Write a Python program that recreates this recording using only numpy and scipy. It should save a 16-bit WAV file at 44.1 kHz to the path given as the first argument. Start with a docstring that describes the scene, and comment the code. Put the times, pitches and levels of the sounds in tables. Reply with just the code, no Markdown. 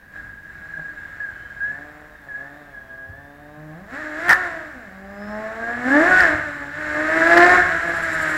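"""Two-stroke motorcycle in a terraced street.

A racing motorcycle rides far down the street, blips its throttle, backfires and revs hard on its way
back. Revs, loudness and throttle set the boom, bark and rasp of the exhaust's pulse train. At low revs
a high tone flutters and the gears squeal; a brake hisses as the bike nears. House fronts echo the bike
over a light breeze, and the microphone clips softly on the loudest peaks."""
import sys
import numpy as np
from scipy import signal
from scipy.fft import rfft, irfft, next_fast_len
from scipy.io import wavfile
from scipy.ndimage import uniform_filter1d, map_coordinates

SR = 44100
rng = np.random.default_rng(int(sys.argv[2]) if len(sys.argv) > 2 else 0)


def transcribe(signal):
    """Save signal, clipped to [-1, 1], as a 16-bit WAV file at the path in sys.argv[1]."""
    frames = np.atleast_2d(signal).T
    limited = np.clip(frames, -1, 1)
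    pcm = np.round(limited * 32767).astype(np.int16)
    wavfile.write(sys.argv[1], SR, pcm)


N = 369116
T = np.arange(N) / SR

# Engine speed. Each row: time in seconds, firing rate in Hz.
REVS = [(0, 152.3), (.75, 160.1), (1.17, 140.1), (1.34, 120.3), (1.55, 124.9), (1.87, 149.5), (2.13, 151.4),
        (2.34, 132), (2.59, 149.5), (2.77, 132.6), (2.95, 131.4), (3.1, 133), (3.19, 140.8), (3.74, 155.7),
        (3.89, 222.2), (3.99, 309.6), (4.14, 301.6), (4.26, 353), (4.39, 371.1), (4.5, 334.2),
        (4.69, 300.2), (4.89, 186.9), (5.59, 226.5), (5.85, 248.3), (5.99, 304.6), (6.08, 368.3),
        (6.2, 370.3), (6.3, 306), (6.65, 282.3), (6.8, 305.2), (6.94, 299.4), (7.57, 366.7), (7.68, 325.1),
        (7.85, 341.9), (8.37, 305.9)]
MESH_ORDER = 12.5  # gear tone as a multiple of the firing rate
NEAR_BASS_DB = 5  # lift of the fundamental and the octave below it when the bike is near


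def undb(db):
    """Decibels to amplitude ratio."""
    return 10 ** (np.asarray(db) / 20)


def curve(rows):
    """Linear interpolation of (seconds, value) rows over time."""
    return np.interp(T, *np.transpose(rows))


def along(points, hz):
    """Level in dB of a spectrum at a moving frequency."""
    return np.interp(hz, *np.transpose(points))


def unit(x):
    """Normalisation to a standard deviation of 1."""
    return x / np.std(x)


def even(x):
    """Normalisation of the running rms to 1."""
    return x / np.sqrt(uniform_filter1d(x * x, size=3000) + 1e-18)


def noise():
    """Gaussian white noise."""
    return rng.standard_normal(N)


def wander(rate):
    """Random modulation of spread 1, with rate new values a second."""
    return unit(map_coordinates(noise(), [T * rate + 9], order=1))


def colour(x, points):
    """Zero-phase filtering by a spectrum of (Hz, dB) points."""
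    size = next_fast_len(N + 8192)
    hz, db = np.transpose(points)
    bins = np.maximum(np.fft.rfftfreq(size, 1 / SR), 1)
    gain = undb(np.interp(np.log(bins), np.log(hz), db))
    return irfft(rfft(x, size) * gain, size)[:N]


def swell(start, hold, attack_s, release_s):
    """Envelope with a linear attack, a hold and an exponential release."""
    return np.clip((T - start) / attack_s, 0, 1) * np.exp(-np.maximum(T - start - hold, 0) / release_s)


def background():
    """Steady filtered noise, with the fluctuating low rumble of wind on the microphone."""
    # Steady hiss and rumble, with a narrow ring near 1650 Hz. Each row: frequency in Hz, gain in dB.
    steady_spectrum = [(20, -8), (60, 5.5), (110, -17.5), (200, -5), (400, -13.5), (900, -12), (1400, -15),
                       (1650, 1), (2100, -18), (3000, -26.5), (6000, -33.5), (9000, -36), (15500, -31.5)]
    # Mean strength of the wind. 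Each row: time in seconds, level in dB.
    wind = [(0, -51.5), (1.5, -51.5), (2.3, -61), (3.1, -57), (5.5, -54)]
    rumble = colour(noise(), [(15, -11), (45, -0.5), (75, 4.5), (160, -2.5), (350, -12.5), (1000, -67)])
    gusts = unit(rumble) * undb(curve(wind) + 2 * wander(9))
    return unit(colour(noise(), steady_spectrum)) * undb(-49) + gusts


def firings(cycles, rough, scatter_db=5, limp=0.14, offset_s=.00004, jitter_s=.000022):
    """An impulse train, strong and weak in turn; rough combustion scatters size and timing."""
    count = np.arange(1, int(cycles[-1]))
    at = np.interp(count, cycles, np.arange(N))
    roughness, side = rough[at.astype(int)], (-1) ** count
    chance = rng.standard_normal((len(count), 2))
    size = undb(scatter_db * roughness * np.tanh(chance[:, 0])) * (1 + limp * (roughness + 0.17) * side)
    shift_s = offset_s * side + jitter_s * (roughness + 0.25) * chance[:, 1]
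    at = np.clip(at + SR * shift_s, 0, N - 2)
    i = at.astype(int)  # each impulse is shared between two samples
    return np.bincount(i, size * (1 - at + i), N) + np.bincount(i + 1, size * (at - i), N)


def silencer(pulses):
    """All-pass dispersion: frequencies near each resonance are delayed, drawing the pulses out."""
    for hz, width_hz in [(663, 263), (996, 690), (1670, 470)]:
        radius = np.exp(-np.pi * width_hz / SR)
        poles = [1, -2 * radius * np.cos(2 * np.pi * hz / SR), radius * radius]
        pulses = signal.lfilter(poles[::-1], poles, pulses)
    return pulses


def exhaust(cycles, loud_db, throttle, near, song_hz=347):
    """Source and filter: the pipe booms at the firing rate, barks on its overtones and rasps with gas."""
    # Spectra of pipe note, rasp and gas hiss. Each row: frequency in Hz, gain in dB.
    pipe_spectrum = [(60, -10), (190, -16.5), (300, 8), (370, 0), (440, -3), (520, 2.5), (600, 6),
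                     (660, 7.5), (740, 5), (850, -1.5), (980, -12.5), (1100, -2), (1300, -12.5),
                     (1600, -75), (3000, -76)]
    rasp_spectrum = [(700, -21), (1150, -10.5), (1370, -2), (1470, 2.5), (1560, 4), (1660, 7), (1790, 3.5),
                     (1950, -2), (2170, -5.5), (2330, -16), (2550, -18), (3000, -28.5), (5000, -61),
                     (9000, -81.5)]
    gas_spectrum = [(1200, -4), (2600, -2.5), (3200, -5), (3900, -1.5), (4700, -7.5), (5400, -6),
                    (6300, -11.5), (7300, -4), (7900, -8.5), (8600, -20.5), (10000, -17), (12000, -19.5),
                    (13500, -29.5), (16000, -27)]
    # Chamber resonances. Each row: firing rate in Hz, gain of the fundamental in dB.
    chamber = [(125, -0.5), (148, -16), (157, 1), (190, 3.5), (225, -10.5), (255, 6.5), (305, -1),
               (340, -5), (370, -7.5)]
    rough = (1 - throttle) ** 0.86  # an open throttle smooths the burning
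    step, fundamental = np.gradient(cycles), np.cos(2 * np.pi * cycles)
    firing_hz = step * SR
    # Taking the mean and the fundamental from the pulses leaves the overtones.
    overtones = silencer(firings(cycles, rough) - step * (1 + 2 * fundamental))
    puffs = unit(np.exp(-(cycles % 1)) * noise())
    boom_db = along(chamber, firing_hz) + 5.5 * throttle + NEAR_BASS_DB * near
    boom = undb(boom_db) * fundamental * (1 + 0.44 * rough * wander(90))
    bark = even(colour(overtones, pipe_spectrum)) + .3 * rough * unit(colour(puffs, pipe_spectrum))
    # The rasp grows more periodic as the revs rise and the pipe comes on song.
    song = undb(9) * np.clip(firing_hz / song_hz, 0, 1) ** 2.34 * (1.2 - rough)
    rasp = even(song * even(colour(overtones, rasp_spectrum)) + unit(colour(puffs, rasp_spectrum)))
    gas = unit(colour(puffs, gas_spectrum))
    surge_db = 3.5 * rough * wander(24)
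    pipe_db = -12 + 0.93 * loud_db + 22 * throttle + surge_db
    gas_db = -19 + 0.86 * loud_db + 4 * near
    return (boom + bark) * undb(pipe_db) + rasp * undb(loud_db + 4) + gas * undb(gas_db)


def rumble_and_thuds(cycles, loud_db, throttle, near, thud_s=0.013):
    """Low noise rumbles and thuds; alternating strong and weak firings give a subharmonic."""
    # Single dull thuds, the first like a bump on the microphone.
    # Each row: time of the peak in seconds, level in dB.
    thuds = [(3.1, -35), (6.35, -30), (7.63, -34)]
    spectrum = [(25, -33), (65, 16), (100, 14.5), (130, -22), (190, -1), (400, -56), (1000, -62)]
    rumble = unit(colour(noise(), spectrum))
    subharmonic = np.cos(np.pi * cycles) * (1 + .5 * wander(25))
    stumble = undb(-21.5 + 0.7 * loud_db - 24 * throttle)
    peaks = sum(undb(db) * np.exp(-np.abs(T - at) / thud_s) for at, db in thuds)
    return rumble * (stumble + peaks) + subharmonic * stumble * undb(0.5 + NEAR_BASS_DB * near)


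def gear_whine(cycles, sweep_limit_hz_per_s=170):
    """Forced vibration: the gear case rings where the octave of the tooth mesh meets its resonances."""
    # Response of the gear case. Each row: frequency in Hz, gain in dB.
    case = [(3100, -62), (3300, -73), (3700, -69), (3880, -79.5), (4000, -72), (4300, -80), (4950, -73),
            (5150, -56), (5300, -59), (5450, -71), (6000, -80)]
    firing_hz = curve(REVS)
    mesh_phase = 2 * np.pi * MESH_ORDER * cycles + .6 * wander(260)
    low_revs = 1 / (1 + (firing_hz / 160) ** 20)
    resonance = undb(along(case, 2 * MESH_ORDER * firing_hz) + 1.5 * wander(7.9))
    # A fast sweep leaves the case no time to ring.
    sweep = uniform_filter1d(np.gradient(firing_hz) * SR, size=3000)
    ring = resonance / (1 + (sweep / sweep_limit_hz_per_s) ** 2)
    return (np.sin(2 * mesh_phase) + 3 * low_revs * np.sin(mesh_phase)) * ring


def flutter(hz=1640, rate=85, steady=0.46):
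    """Random modulation of amplitude and phase makes a high tone flutter."""
    # Strength of the tone. Each row: time in seconds, level in dB.
    levels = [(0, -58), (.135, -50), (.142, -34.5), (.35, -44), (.68, -39.5), (.75, -30.5), (.83, -34),
              (1.12, -39.5), (1.58, -39.5), (1.95, -51), (2.6, -50), (2.8, -54), (3.2, -50), (3.5, -60)]
    sway = steady + wander(rate) + 1j * wander(rate)
    return even(np.real(sway * np.exp(2j * np.pi * hz * T))) * undb(curve(levels))


def gear_squeals(cycles, resonance_hz=1664, width_hz=220):
    """Pure tones at the mesh frequency, which fade as it moves off a resonance."""
    # Each row: start in seconds, hold in seconds, level at resonance in dB.
    squeals = [(1.201, 0.012, -25.5), (1.604, 0.065, -24), (2.285, 0.082, -34.5), (2.346, 0.014, -36.5),
               (2.735, 0.043, -39), (2.9, 0.24, -41)]
    envelope = sum(undb(db) * swell(start, hold, attack_s=0.003, release_s=0.061)
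                   for start, hold, db in squeals)
    detune = 2 * (MESH_ORDER * curve(REVS) - resonance_hz) / width_hz
    return envelope / np.hypot(1, detune ** 2) * unit(np.sin(2 * np.pi * MESH_ORDER * cycles))


def street(x, t60_s=0.77, bright_t60_s=.35):
    """Direct sound, reflections from house fronts and a reverberant tail whose treble dies first."""
    # Reflections from the house fronts. Each row: delay in seconds, relative level in dB.
    echoes = [(0.02, -12.5), (0.049, -11), (.088, -14.5), (0.144, -13)]
    t = T[:SR]
    scatter, decay = rng.standard_normal(SR), undb(-60 * t / t60_s)
    dull = signal.sosfilt(signal.butter(2, [700, 2500], "band", fs=SR, output="sos"), scatter)
    bright = .4 * scatter * undb(-60 * t / bright_t60_s)
    tail = (dull * decay + bright) * (1 - np.exp(-t / 0.0014))
    slaps = np.zeros(SR)
    for delay, db in echoes:
        slaps[int(delay * SR)] += undb(db)
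    response = tail * undb(-7) / np.linalg.norm(decay)
    response += signal.lfilter([.4], [1, -.6], slaps)  # the reflections lose treble
    response[0] = 1  # direct path
    return signal.fftconvolve(x, response)[:N]


def pipe_rings(cycles):
    """Resonance of the exhaust: at set moments a single harmonic rings out."""
    # Each row: start in seconds, hold in seconds, multiple of the firing rate, level in dB.
    rings = [(3.571, .19, 1, -42.5), (5.27, .13, 1, -40), (5.62, 0.13, 7, -30.5), (5.904, 0.071, 6, -21),
             (5.899, .11, 1, -20), (6.11, 0.098, 4, -14), (7.08, .14, 2, -23)]
    return sum(undb(db) * swell(start, hold, attack_s=0.008, release_s=0.022)
               * unit(np.sin(2 * np.pi * harmonic * cycles))
               for start, hold, harmonic, db in rings)


def backfire():
    """Unburnt fuel explodes in the pipe: noise bursts with a sharp onset and exponential decay."""
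    # Each row: start in seconds, relative level in dB, decay time in seconds.
    bangs = [(4.283, -11.5, 0.0047), (4.293, 0.5, 0.0047), (4.301, -5, 0.0033), (4.307, -5.5, 0.023),
             (4.326, -8.5, 0.0053), (6.202, -10, 0.0094), (7.375, -7, 0.0096)]
    # Spectrum of a bang. Each row: frequency in Hz, gain in dB.
    spectrum = [(50, -32), (200, -3.5), (450, -12.5), (700, 0.5), (1200, 2.5), (1550, 10.5), (1800, 18.5),
                (2100, 0.5), (2600, -14), (5000, -21.5), (7500, -23.5), (15000, -30.5)]
    blast = sum(undb(db) * (T >= start) * np.exp(-np.abs(T - start) / decay)
                for start, db, decay in bangs)
    return unit(colour(noise(), spectrum)) * uniform_filter1d(blast, size=90) * undb(0.5)


def brake(near, near_s, wheel_hz=11.8):
    """Friction of pad on disc gives a thin hiss, loosely modulated by each turn of the wheel."""
    spectrum = [(6000, -35), (7400, 3.5), (8600, -15), (10000, -9),
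                (11700, -12), (12800, -15), (14000, -32)]
    wheel = np.cos(2 * np.pi * wheel_hz * (T - near_s))
    hiss = unit(colour(noise(), spectrum))
    return hiss * near * undb(-45 + 2.5 * wheel + 3 * wander(60))


def scene(near_s=8.14, near_rise_s=0.23, bang_send=0.42):
    """Superposition of all sources; the high tones and the backfire have less echo than the engine."""
    # How loud the exhaust arrives. Each row: time in seconds, relative level in dB.
    loudness = [(0, -95), (.16, -48), (.4, -60), (.52, -52), (1.23, -49), (1.46, -52.5), (1.68, -48),
                (2.2, -57.5), (2.42, -52), (2.75, -59), (3.15, -63.5), (3.86, -55), (3.95, -37),
                (4.13, -39.5), (4.27, -29), (4.46, -35.5), (4.7, -46), (5.02, -53.5), (5.4, -41.5),
                (5.58, -41), (5.68, -37.5), (5.8, -37), (5.92, -26), (6.22, -19.5), (6.42, -35),
                (6.7, -40.5), (6.83, -33), (7.07, -28), (7.33, -18), (7.56, -18), (7.64, -26.5),
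                (7.86, -30), (8.37, -28)]
    # Engine load. Each row: time in seconds, throttle from 0 (shut) to 1 (open).
    load = [(0, 0.03), (1.5, 0.12), (1.85, 0.59), (2.25, 0.47), (2.58, 0.78), (2.8, .6), (3.2, 1),
            (3.7, 0.93), (3.95, .37), (4.4, 0.46), (4.72, 0.31), (5.05, 0.7), (5.43, 0.83), (5.7, 0.54),
            (5.85, 0.27), (5.96, 0.76), (6.1, .3), (6.5, 0.22), (7.03, .28), (7.17, 0.53), (7.52, 0.49),
            (7.68, 0.14), (8.37, 0.23)]
    cycles = np.cumsum(curve(REVS) * (1 + 0.002 * wander(35))) / SR  # running count of firings
    loud_db, throttle = curve(loudness), curve(load)
    near = (1 + np.tanh((T - near_s) / (2 * near_rise_s))) / 2
    body = exhaust(cycles, loud_db, throttle, near) + rumble_and_thuds(cycles, loud_db, throttle, near)
    body += gear_whine(cycles)
    tones, bangs = flutter() + gear_squeals(cycles), backfire()
    echoed = street(body + tones / 2 + bangs * bang_send)
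    direct = tones / 2 + pipe_rings(cycles) + bangs * (1 - bang_send) + brake(near, near_s)
    return (echoed + direct + background())[None]


def record(dry, ceiling=.73, top_hz=15750):
    """Saturation in the microphone rounds the loudest peaks; a low-pass filter cuts the top."""
    rounded = dry / (1 + (dry / ceiling) ** 8) ** (1 / 8)
    return signal.sosfilt(signal.ellip(10, .1, 80, top_hz, fs=SR, output="sos"), rounded)


dry = scene()
out = record(dry)
transcribe(out)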